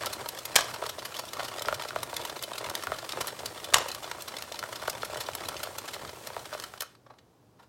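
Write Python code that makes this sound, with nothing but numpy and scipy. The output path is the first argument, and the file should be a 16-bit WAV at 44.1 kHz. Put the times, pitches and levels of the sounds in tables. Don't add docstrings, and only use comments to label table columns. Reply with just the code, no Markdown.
import sys
import numpy as np
from scipy import signal
from scipy.fft import rfft, irfft
from scipy.io import wavfile
from scipy.ndimage import uniform_filter1d

SR = 44100
rng = np.random.default_rng(int(sys.argv[2]) if len(sys.argv) > 2 else 0)


def master_out(mix):
    frames = np.transpose(np.atleast_2d(mix))
    ceiling = np.clip(frames, -1, 1)
    pcm = np.round(ceiling * 32767).astype(np.int16)
    wavfile.write(sys.argv[1], SR, pcm)


N = 338820
TIME = np.arange(N) / SR
TAPS = 4096
HZ = np.fft.rfftfreq(TAPS, 1 / SR)
LEAD = .02

# (t/s, level of the bright part/dB, length/s, hollow body/dB, top sparkle/dB, on the beat)
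NEEDLE_CATCHES = [(.0612, -28, .0036, -17, 5, False), (.0686, -32, .0058, 3.5, -1, False),
                  (.1324, -32, .0084, -6, 5, True), (.2897, -28.5, .0042, -14, 8.5, True),
                  (.4555, -30.5, .0057, -9, 9, True), (.610, -33, .006, -5, 0, True),
                  (.7423, -36.5, .0085, -1, 0, True), (.866, -33.5, .0043, -7, 2, False),
                  (.895, -32.5, .0071, -2, 2, True), (1.0547, -34.5, .0085, 0, 3, True),
                  (1.193, -32.5, .0075, 0, 2, True), (1.335, -34.5, .0057, -3, 0, True),
                  (1.3967, -36, .009, 5, -10, False), (1.449, -37.5, .009, 0, -1, False),
                  (1.484, -36, .0056, -2.5, -1, True), (1.6225, -30.5, .0046, -2, 8, True),
                  (1.745, -33.5, .0064, -17, 3, True), (1.823, -34.5, .0042, 0, 0, False),
                  (1.888, -37, .008, -8, -7, True), (2.0327, -29.5, .0045, 4, 11, True),
                  (2.1674, -27, .004, -5.5, 3, True), (2.253, -36.5, .0057, -3, 9, False),
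                  (2.2985, -35, .0054, -3, -3, True), (2.4266, -32.5, .0044, -11, 8, False),
                  (2.4379, -32, .006, -6.5, 4, True), (2.5826, -32.5, .0066, -4, 2, True),
                  (2.6994, -32.5, .0046, -11, 6, True), (2.7542, -24, .0024, -12, 0, False),
                  (2.8376, -35.5, .0053, 1, 3, True), (2.988, -37, .0062, -3, -8, True),
                  (3.0934, -32.5, .005, -4, -2, False), (3.123, -29.5, .0036, -12, -5, True),
                  (3.2117, -29, .0074, 2, 2, False), (3.273, -29, .003, -2, 19, True),
                  (3.281, -34, .0096, -4.5, 2, False), (3.46, -29, .0054, -14, 2, True),
                  (3.6453, -34.5, .0068, -22, 0, True), (3.785, -27, .004, -3, 3, True),
                  (3.886, -34.5, .005, -3, 7, False), (3.9173, -31.5, .0045, -16, -4, False),
                  (3.9494, -33, .004, -7, 3, True), (4.1156, -32.5, .0037, -1, -10, True),
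                  (4.223, -35, .004, -11, 15, False), (4.2825, -36, .0086, -3, -3, True),
                  (4.3689, -33.5, .0046, -1, -6, False), (4.4245, -33.5, .004, -6, 0, True),
                  (4.523, -34, .0033, -20, -7, False), (4.5926, -31.5, .004, -8, -1, True),
                  (4.728, -38, .0074, 3, 0, True), (4.7597, -36.5, .0077, -8, -3, False),
                  (4.8996, -29, .005, -9, 8, True), (5.051, -36, .0067, -8, 6, True),
                  (5.173, -36.5, .006, 2, 4, False), (5.209, -32.5, .01, -6, 2, True),
                  (5.3524, -29.5, .004, -2.5, 9, True), (5.488, -29.5, .0046, -7, 3, True),
                  (5.6347, -31, .0066, 0, 7, True), (5.7854, -32.5, .006, -1, 6.5, True),
                  (5.885, -38, .0085, -5, -4, False), (5.94, -36, .0105, -4, 0, True),
                  (6.094, -42, .005, -4, -11, True), (6.2724, -34.5, .0047, -3, 4, True),
                  (6.457, -42, .0066, -3, -2, True), (6.6006, -35, .0037, -5, -2, False),
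                  (6.6398, -35, .005, -1, 1, True), (6.808, -28, .0042, -5.5, 7, True),
                  (6.8224, -33, .0058, 3.5, 12.5, False), (6.953, -57, .004, 0, -8, False),
                  (7.067, -62, .007, 9, -18, False), (7.106, -60, .009, 12, -18, False),
                  (7.14, -65, .005, 7, -18, False), (7.188, -56, .006, -4, -14, False),
                  (7.6, -62, .012, 11, -3, False), (7.632, -63, .012, 6, 2, False)]
# (f/Hz, width/Hz, lift/dB)
HOUSING_MODES = [(605, 110, 5), (955, 70, 4), (1135, 50, 4), (1340, 130, 4), (1850, 90, 4), (2130, 110, 3),
                 (3045, 80, 5), (3480, 130, 5), (4000, 110, 4), (4200, 180, 3), (5360, 140, 4),
                 (8300, 900, 3), (9350, 350, 2), (11500, 1100, 3)]
# (f/Hz, level/dB)
NEEDLE_COLOUR = [(60, -25.5), (250, -6), (500, 5.5), (1200, 7.5), (2200, 2), (4800, 2.5), (6500, -1.5),
                 (9500, -8), (12000, -5.5), (16000, -16)]


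def gain_of(db):
    return 10 ** (np.asarray(db) / 20)


def evened(x):
    return x / np.sqrt(np.mean(x ** 2) + 1e-20)


def read(points, hz=HZ):
    f, value = np.transpose(points)
    return np.interp(np.log(hz + 1), np.log(f + 1), value)


def lifts(modes):
    return sum(db / (1 + (2 * (HZ - hz) / width) ** 2) for hz, width, db in modes)


def uneven(order):
    return evened(uniform_filter1d(rng.standard_normal(len(HZ)), order))


def causal(db):
    log_gain = np.log(gain_of(np.r_[db, db[-2:0:-1]]))
    return np.exp(np.conj(signal.hilbert(log_gain)))[:len(db)]


def bending(delay):
    return np.exp(-4j * np.pi * delay * np.sqrt(1000 * HZ))


def coloured(x, response):
    return evened(signal.oaconvolve(x, irfft(response))[:N])


def add(mix, s, sound, db, length):
    part = mix[max(round(s * SR), 0):][:len(sound)]
    scale = gain_of(db) * np.sqrt(length * SR / np.sum(sound ** 2))
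    part += (sound * scale)[:len(part)]


def slip(length, grain_db, scrape_db, scrape_s, rise_share=0.21, fall_share=0.99):
    t, length = np.arange(TAPS) / SR - LEAD, max(length, .002)
    catch = np.exp(-np.logaddexp(-t / (rise_share * length), t / (fall_share * length)))
    scrape = gain_of(scrape_db) * np.exp(-abs(t) / scrape_s)
    sign, size = rng.standard_normal((2, TAPS))
    impacts = np.sign(sign) * gain_of(grain_db * np.clip(size, -2, 2))
    return rfft(impacts * np.hypot(catch, scrape))


def beats():
    times = [row[0] for row in NEEDLE_CATCHES if row[-1]]
    return np.array([2 * times[0] - times[1]] + times)


def turning(follow, swing_db, peak_phase):
    # (t/s, effort/dB)
    effort = [(0, 3), (.25, -0.5), (.42, -3.5), (.62, -0.5), (.85, -1), (1.08, -4), (1.3, -2), (1.42, 0),
              (1.72, -0.5), (2.02, -5.5), (2.2, 2), (2.4, -2), (2.7, 1), (3.02, -2), (3.19, 2.5),
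              (3.34, -2), (3.56, -2.5), (3.78, 2.5), (4.02, -2), (4.48, -4), (5.17, -2), (5.65, -0.5),
              (6.2, -4), (6.6, -5.5)]
    slow_s, slow_db_per_s = 6.67, 70
    rest_s, rest_fade_s = 6.95, .015
    drive_db = follow * np.interp(TIME, *np.transpose(effort))
    drive_db = drive_db - slow_db_per_s * np.maximum(TIME - slow_s, 0)
    needle_times = beats()
    phase = np.interp(TIME, needle_times, np.arange(len(needle_times)))
    swell_db = swing_db * np.cos(2 * np.pi * (phase - peak_phase))
    rest = np.exp(-np.maximum(TIME - rest_s, 0) / rest_fade_s)
    return gain_of(drive_db + swell_db) * rest


def jostle(depth_db, size=800):
    drift = evened(signal.oaconvolve(rng.standard_normal(N), signal.windows.hann(size), "same"))
    return evened(gain_of(depth_db * np.clip(drift, -2, 1.3)))


def heaving(rock_s=.035):
    # (t/s, level/dB)
    heaves = [(.08, -54), (.21, -52), (.58, -50), (.73, -54), (1.41, -53), (1.52, -65), (1.69, -50),
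              (1.77, -55), (1.94, -55), (2.02, -52), (2.21, -54), (2.69, -51), (2.9, -52), (3.2, -50),
              (3.44, -51), (3.77, -49), (4.15, -62), (4.62, -56), (4.8, -59), (4.99, -56), (5.1, -59),
              (5.2, -53.5), (5.34, -56), (5.47, -50), (5.57, -57), (5.75, -63), (6.04, -49), (6.4, -57)]
    return np.sqrt(sum(gain_of(db) ** 2 * np.exp(-((TIME - s) / rock_s) ** 2) for s, db in heaves))


def clicks(rows, early=.0014, own_db=2.0, creep_s=.03, snap_db=-6.0):
    quick_catch_s, snap_late_s = .004, .0008
    out, body = np.zeros(N), read(NEEDLE_COLOUR) + lifts(HOUSING_MODES)
    low = 1 / (1 + (HZ / 1900) ** 4)
    top = 1 - 1 / (1 + (HZ / 7200) ** 4)
    snap = gain_of(snap_db) * np.exp(-2j * np.pi * HZ * (LEAD + snap_late_s))
    for s, db, length, body_db, top_db, _ in rows:
        colour = body + own_db * uneven(order=24) + low * body_db + top * top_db
        grains = slip(length, grain_db=7.5, scrape_db=-18.5, scrape_s=0.0035,
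                      rise_share=length / creep_s, fall_share=0.81)
        snap_share = min(quick_catch_s / length, 1) ** 2
        force = (grains / np.std(grains) + snap * snap_share) * causal(colour)
        bright_energy = np.sum(abs(force * (1 - low)) ** 2)
        extra_db = 10 * np.log10(np.sum(abs(force) ** 2) / bright_energy)
        add(out, s - LEAD - early, irfft(force), db + extra_db, length)
    return out


def hooks(length=0.0044, top_db=-6.5, top_spread_db=4):
    # (t/s, level of the bright part/dB, hollow body/dB)
    ticks = [(.010, -45, 4), (0.35, -41.5, -10), (.390, -35, -20), (.519, -45.5, 5), (.261, -38, 2.5),
             (.373, -47, -8), (.433, -51, -12), (.677, -45, -6), (.762, -44, 3), (0.839, -39, -4),
             (1.029, -45, -13), (1.433, -38, -12), (1.517, -43, 10), (1.595, -34, -13), (2.142, -37, -6),
             (2.201, -43, -4), (2.663, -38.5, 0), (2.796, -44, -6), (2.807, -49, -8), (3.048, -45, 4),
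             (3.703, -45, 2), (4.063, -47, -10), (4.412, -47, -4), (4.502, -51, -14), (4.798, -44, 6),
             (4.932, -43, 4), (5.011, -47, -13), (5.335, -41, -13), (5.596, -43, -6), (6.077, -43, 2),
             (6.394, -43, -6), (6.536, -42, -3), (.707, -47, -12), (0.996, -40, -29), (1.144, -38.5, -3),
             (1.168, -34, -9), (1.254, -42.5, -17), (1.290, -41.5, -16), (1.370, -42, 8), (1.658, -35, -2),
             (1.798, -36.5, -2), (1.837, -38, 1), (1.851, -42, 1), (1.989, -41.5, -10), (2.215, -37, -12),
             (2.369, -46, 2), (2.393, -40, -11), (2.535, -35, -4), (2.826, -37.5, -2), (2.939, -41, -21),
             (3.392, -38.5, -4), (3.578, -40, -7), (4.044, -37.5, -5), (4.079, -45, -2), (4.102, -46, -1),
             (4.21, -40.5, -7), (4.3413, -41, 5.5), (4.387, -36.5, -12), (4.4387, -45, 0), (4.559, -40, -8),
             (4.639, -38, 6.5), (4.820, -42, -4), (4.878, -34, -3), (4.952, -40.5, -3), (4.9815, -44, -7),
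             (5.022, -37, -11), (5.146, -38, -1), (5.238, -42, -11), (5.267, -37, -21), (5.316, -46, -15),
             (5.457, -37.5, -8), (5.5678, -35.5, -11), (5.671, -47, 5), (6.624, -42.5, 0)]
    tops = top_db + top_spread_db * rng.standard_normal(len(ticks))
    rows = [(s, db, length, body_db, top, False) for (s, db, body_db), top in zip(ticks, tops)]
    return clicks(rows, own_db=4.5)


def gears(delay=0.002596, length=0.029, early=.0033, ring_db=7, low_width_hz=150, high_width_hz=240,
          scuff_db=-15, scuff_late=0.00067, bounce_db=-12, bounce_s=0.0026):
    # (t/s, level/dB, brightness/dB, lower ring f/Hz, upper ring f/Hz)
    knocks = [(0.0372, -38, 23, 780, 1080), (0.185, -52, 2, 570, 1150), (0.2194, -50, 6, 650, 950),
              (0.2632, -47, 1, 480, 960), (0.609, -49, 8, 620, 1010), (0.644, -45, 0, 730, 1000),
              (0.7636, -45, 15, 620, 960), (0.8259, -35.5, 1, 675, 1000), (0.84, -42.5, -14, 453, 940),
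              (0.8696, -45, 0, 640, 920), (0.9842, -43, -7, 610, 960), (1.0286, -46, 5, 410, 1000),
              (1.2388, -45.5, -7, 670, 930), (1.355, -53, 5, 610, 960), (1.4062, -38.0, 9, 540, 1390),
              (1.4286, -43, -4, 580, 960), (1.554, -50, 4, 590, 980), (1.6111, -42, -4, 640, 1380),
              (1.652, -42, 9, 700, 960), (1.687, -28.5, 13, 615, 1400), (1.728, -31, 7, 590, 1330),
              (1.855, -42, 1, 640, 1350), (1.909, -41, 30, 560, 1430), (1.9327, -47, 4, 640, 1220),
              (1.963, -31, 4, 695, 1260), (2.132, -39, 4, 700, 940), (2.2016, -44, -2, 650, 960),
              (2.358, -48, 5, 680, 1270), (2.519, -41.5, 7, 684, 930), (2.609, -53, -13, 670, 1000),
              (2.63, -43.5, -5, 440, 1000), (2.6536, -44, 7, 550, 950), (2.6686, -42, 16, 650, 970),
              (2.6896, -42.5, 13, 530, 970), (2.703, -43, 21, 510, 1360), (2.8727, -34.5, 19, 390, 1420),
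              (2.921, -31.5, 4, 624, 1270), (3.0295, -45.5, -1, 645, 1040), (3.135, -42, 16, 700, 960),
              (3.1747, -37, 7, 590, 950), (3.4051, -45, 1, 710, 1010), (3.435, -42, -6, 650, 930),
              (3.7287, -41, -4, 420, 1260), (3.759, -32, 12, 473, 1070), (3.797, -46, 8, 770, 1040),
              (4.078, -48.5, 11, 730, 970), (4.1501, -49, 7, 690, 980), (4.1855, -46, 3, 594, 1140),
              (4.518, -44.0, -10, 640, 1130), (4.6294, -38.5, 20, 390, 1430), (4.69, -48, 1, 645, 890),
              (4.8263, -41, 2, 586, 1450), (4.8393, -45, 2, 590, 990), (4.882, -32, 2, 607, 1400),
              (5.0338, -34.5, 7, 596, 1370), (5.1, -45, -2, 640, 880), (5.136, -42, -2, 594, 950),
              (5.16, -39, 0, 670, 1380), (5.1795, -45, -1, 550, 970), (5.289, -35.5, 5.5, 690, 950),
              (5.408, -45, -13, 536, 890), (5.496, -46.5, 7, 480, 1350), (5.52, -45, 5, 610, 980),
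              (5.663, -49, -1, 686, 1340), (5.674, -43.5, 2, 610, 1440), (5.9662, -45, 0, 645, 1150),
              (6.3044, -44, 10, 410, 960), (6.3677, -36.5, 7, 670, 940), (6.5298, -41.5, 7, 600, 1370),
              (6.5512, -39.5, 0, 610, 1200), (6.7401, -46.5, 15, 620, 1350), (6.834, -48, 19, 624, 1260)]
    # (f/Hz, level/dB)
    knock_colour = [(50, -14.5), (130, -18.5), (270, -18), (420, -2), (620, 1), (850, -5), (1300, -5.5),
                    (1550, -9), (2000, -15.5), (4000, -24), (8000, -34.5)]
    out, body = np.zeros(N), read(knock_colour) + .3 * lifts(HOUSING_MODES)
    upper = 1 - 1 / (1 + (HZ / 850) ** 4)
    bright = causal(read(NEEDLE_COLOUR) + lifts(HOUSING_MODES)) / np.hypot(1, HZ / 5000)
    for s, db, bright_db, low_hz, high_hz in knocks:
        path, gap = rng.uniform(.7, 1.3, 2)
        bounce = 1 + gain_of(bounce_db) * np.exp(-2j * np.pi * HZ * bounce_s * gap)
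        spot = lifts([(low_hz, low_width_hz, ring_db), (high_hz, high_width_hz, ring_db)])
        struck = causal(body + spot + 1.3 * uneven(order=14) + upper * bright_db)
        blow = struck * bending(delay * path) * bounce
        add(out, s - early - delay * (path - 1), irfft(blow), db, length)
        scuff = slip(0.013, grain_db=1.0, scrape_db=-13.5, scrape_s=0.005, rise_share=.08) * bright
        add(out, s - LEAD - scuff_late, irfft(scuff), db + scuff_db, length)
    return out


def row_counter(early=0.00048, own_db=7.0, spread_db=4, count=8):
    # (t/s, level/dB, length/s)
    snaps = [(0.5572, -13.5, 0.0022), (0.5622, -5, 0.001), (0.571, -19.5, 0.0021), (0.5833, -22.5, 0.002),
             (0.5883, -18, .0018), (0.6075, -27, 0.002), (0.61, -40.5, .002), (0.624, -33, .002),
             (3.738, -13.5, 0.0008), (3.743, -5.5, 0.0015), (3.759, -38.5, 0.0023), (3.7663, -19.5, .002),
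             (3.77, -25, .002)]
    # (f/Hz, width/Hz, lift/dB)
    counter_modes = [(480, 70, 4), (780, 80, 4), (1140, 70, 3), (1620, 80, 3), (1850, 100, 5),
                     (2150, 140, 3), (2830, 100, 4), (3050, 130, 3), (3540, 90, 3), (3780, 170, 3),
                     (5610, 150, 6), (8100, 900, 3), (9600, 400, 2)]
    # (f/Hz, level/dB)
    snap_colour = [(50, -14.5), (180, -22), (330, -13.5), (600, -10), (950, -3.5), (1300, -1), (1900, 0.5),
                   (2500, -2), (4000, -1.5), (5500, -3.5), (7800, -5), (12000, -11.5), (16000, -17)]
    # (f/Hz, level/dB)
    chatter_tilt = [(300, 2.5), (1000, 10), (2200, -7.5), (5600, 2), (7000, -6), (16000, -2.5)]
    strike_s, hard_db, rebound_db = .0004, -8.5, -17
    chatter_db, chatter_db_per_s, chatter_s, tick_s = -21, 145, .13, .0014
    colour = read(snap_colour) + lifts(counter_modes)
    loose = colour + read(chatter_tilt)
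    out = np.zeros(N)
    for s, db, length in snaps:
        crack = slip(length, grain_db=4.5, scrape_db=-32.0, scrape_s=0.0014,
                     rise_share=0.22, fall_share=1.6)
        body = colour if db > rebound_db else loose + .6 * own_db * uneven(order=40)
        add(out, s - LEAD - early, irfft(crack * causal(body)), db, length)
        if db > hard_db:
            add(out, s - early, irfft(causal(colour)), db, strike_s)
            for late in chatter_s * (np.arange(1, count + 1) + rng.random(count)) / count:
                grains = slip(tick_s, grain_db=8.0, scrape_db=-26.5, scrape_s=.001)
                tick = grains * causal(loose + own_db * uneven(order=40))
                level = db + chatter_db - chatter_db_per_s * late + spread_db * rng.uniform(-0.89, 1)
                add(out, s + late - LEAD, irfft(tick), level, tick_s)
    return out


def rattle(level_db=-46.5, per_s=210, spread_db=2.0, delay=.003, own_db=4, count=14):
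    # (f/Hz, level/dB)
    rattle_colour = [(50, -30), (160, -15.5), (250, -10.5), (330, 2.5), (450, 1), (650, 0), (850, -2.5),
                     (1350, -5), (1900, -10), (4000, -18), (9000, -21.5), (16000, -48)]
    out, body = np.zeros(N), read(rattle_colour) + lifts(HOUSING_MODES)
    for path in np.linspace(.5, 1.5, count):
        blows = (rng.random(N) < per_s / count / SR) * rng.choice([-1, 1], N)
        blows = blows * gain_of(spread_db * np.clip(rng.standard_normal(N), -2, 1.5))
        out += coloured(blows, causal(body + own_db * uneven(order=16)) * bending(delay * path))
    motion = jostle(depth_db=4.0) * turning(follow=1.7, swing_db=3.5, peak_phase=0.38)
    return gain_of(level_db) * evened(out) * motion


def grinding(level_db=3.0, per_s=130, wander=.25, spread_db=3, delay=.002):
    # (f/Hz, level/dB)
    grind_colour = [(50, -27), (160, -5), (240, -10), (330, -3), (600, 0.5), (900, -6), (1500, -12),
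                    (4000, -21.5), (12000, -45)]
    drift = evened(uniform_filter1d(rng.standard_normal(N), size=400))
    slip_count = np.floor(np.cumsum(per_s * np.exp(wander * drift)) / SR)
    slips = np.diff(slip_count, prepend=0)
    slips = slips * gain_of(spread_db * np.clip(rng.standard_normal(N), -2, 1.5))
    body = causal(read(grind_colour) + lifts(HOUSING_MODES)) * bending(delay)
    return gain_of(level_db) * coloured(slips, body) * heaving()


def scratches(level_db=-48.5, per_s=50, spread_db=3, dull_hz=5000, count=10):
    out, body = np.zeros(N), read(NEEDLE_COLOUR) + lifts(HOUSING_MODES)
    for reach in np.geomspace(.5, 2, count):
        sizes = gain_of(spread_db * np.clip(rng.standard_normal(N), -2, 1.2))
        starts = (rng.random(N) < per_s / count / SR) * sizes
        u = np.arange(TAPS) / SR / rng.uniform(.0006, .003)
        bursts = signal.oaconvolve(starts, u ** 2 * np.exp(-u))[:N] * rng.standard_normal(N)
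        place = causal(body + 3.9 * uneven(order=40)) / np.hypot(1, HZ / (dull_hz * reach))
        out += coloured(bursts, place)
    motion = jostle(depth_db=1.5, size=1200) * turning(follow=0.73, swing_db=4.5, peak_phase=0.62)
    return gain_of(level_db) * evened(out) * motion


def sliding(level_db=-48.5, grain_db=4, flutter_db=1.5):
    # (f/Hz, level/dB)
    hiss_colour = [(100, -4.5), (500, 9), (1500, 2), (2500, -1), (4500, -1.5), (6500, -3.5), (8500, -2.5),
                   (10500, -7), (16000, -9)]
    flutter = evened(uniform_filter1d(rng.standard_normal(N), size=260))
    grains = rng.standard_normal(N) * gain_of(grain_db * rng.standard_normal(N) + flutter_db * flutter)
    hiss = coloured(grains, causal(read(hiss_colour) + 0.39 * lifts(HOUSING_MODES)))
    return gain_of(level_db) * hiss * turning(follow=0.22, swing_db=0.8, peak_phase=0.73)


def rumble(level_db=-58.5):
    # (f/Hz, level/dB)
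    rumble_colour = [(20, -63.5), (35, -2.5), (52, -9.5), (88, 4.5), (102, 2), (122, 5.5), (160, -7.5),
                     (250, -7), (500, -15), (2000, -80)]
    steady = gain_of(level_db) * turning(follow=0.41, swing_db=0.9, peak_phase=1.0)
    shaking = coloured(rng.standard_normal(N), causal(read(rumble_colour)))
    return shaking * np.hypot(steady, heaving())


def air(air_db=-62.5, hum_hz=120, hum_db=-73):
    # (f/Hz, level/dB)
    air_colour = [(20, -24), (60, -5), (120, 1), (200, -3), (320, -2), (600, -7), (1100, -13), (2000, -24),
                  (5000, -25), (10000, -31), (16000, -33)]
    hum = gain_of(hum_db) * evened(np.sin(2 * np.pi * hum_hz * TIME))
    return gain_of(air_db) * coloured(rng.standard_normal(N), causal(read(air_colour))) + hum


def room(x, first=0.0028, dull_hz=7500, count=3):
    # (f/Hz, t60/s)
    decay_times = [(100, .3), (500, .33), (1500, .35), (5000, .33), (9000, .28), (16000, .2)]
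    out = np.zeros(N)
    for k in range(count):
        hz, t, z = signal.stft(rng.standard_normal(SR // 2), SR, nperseg=256)
        z = z * gain_of(-60 * t / read(decay_times, hz)[:, None])
        tail = signal.istft(z / np.hypot(1, (hz / dull_hz) ** 2)[:, None], SR, nperseg=256)[1]
        tail = tail * np.clip(np.arange(len(tail)) / SR / first - 1, 0, 1)
        share = np.sqrt(2 / count) * np.cos(np.pi * (3 * TIME + k / count))
        out += signal.fftconvolve(x * share, tail / np.linalg.norm(tail))[:N]
    return out


def scene(wet_db=-16, counter_wet_db=-14.5):
    hits = clicks(NEEDLE_CATCHES) + hooks() + gears()
    snaps = row_counter()
    reflections = room(gain_of(wet_db) * hits + gain_of(counter_wet_db) * snaps)
    rubbing = rattle() + grinding() + scratches() + sliding()
    return (hits + snaps + reflections + rubbing + rumble() + air())[None]


def record(dry, low_hz=42, edge_hz=16300):
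    high_pass = signal.butter(N=3, Wn=low_hz, btype="high", fs=SR, output="sos")
    thinned = signal.sosfilt(high_pass, dry)
    edge = signal.firwin(511, edge_hz, window=("kaiser", 9), fs=SR)
    return signal.oaconvolve(np.clip(thinned, -.9, .9), edge[None], "same")


dry = scene()
out = record(dry)
master_out(out)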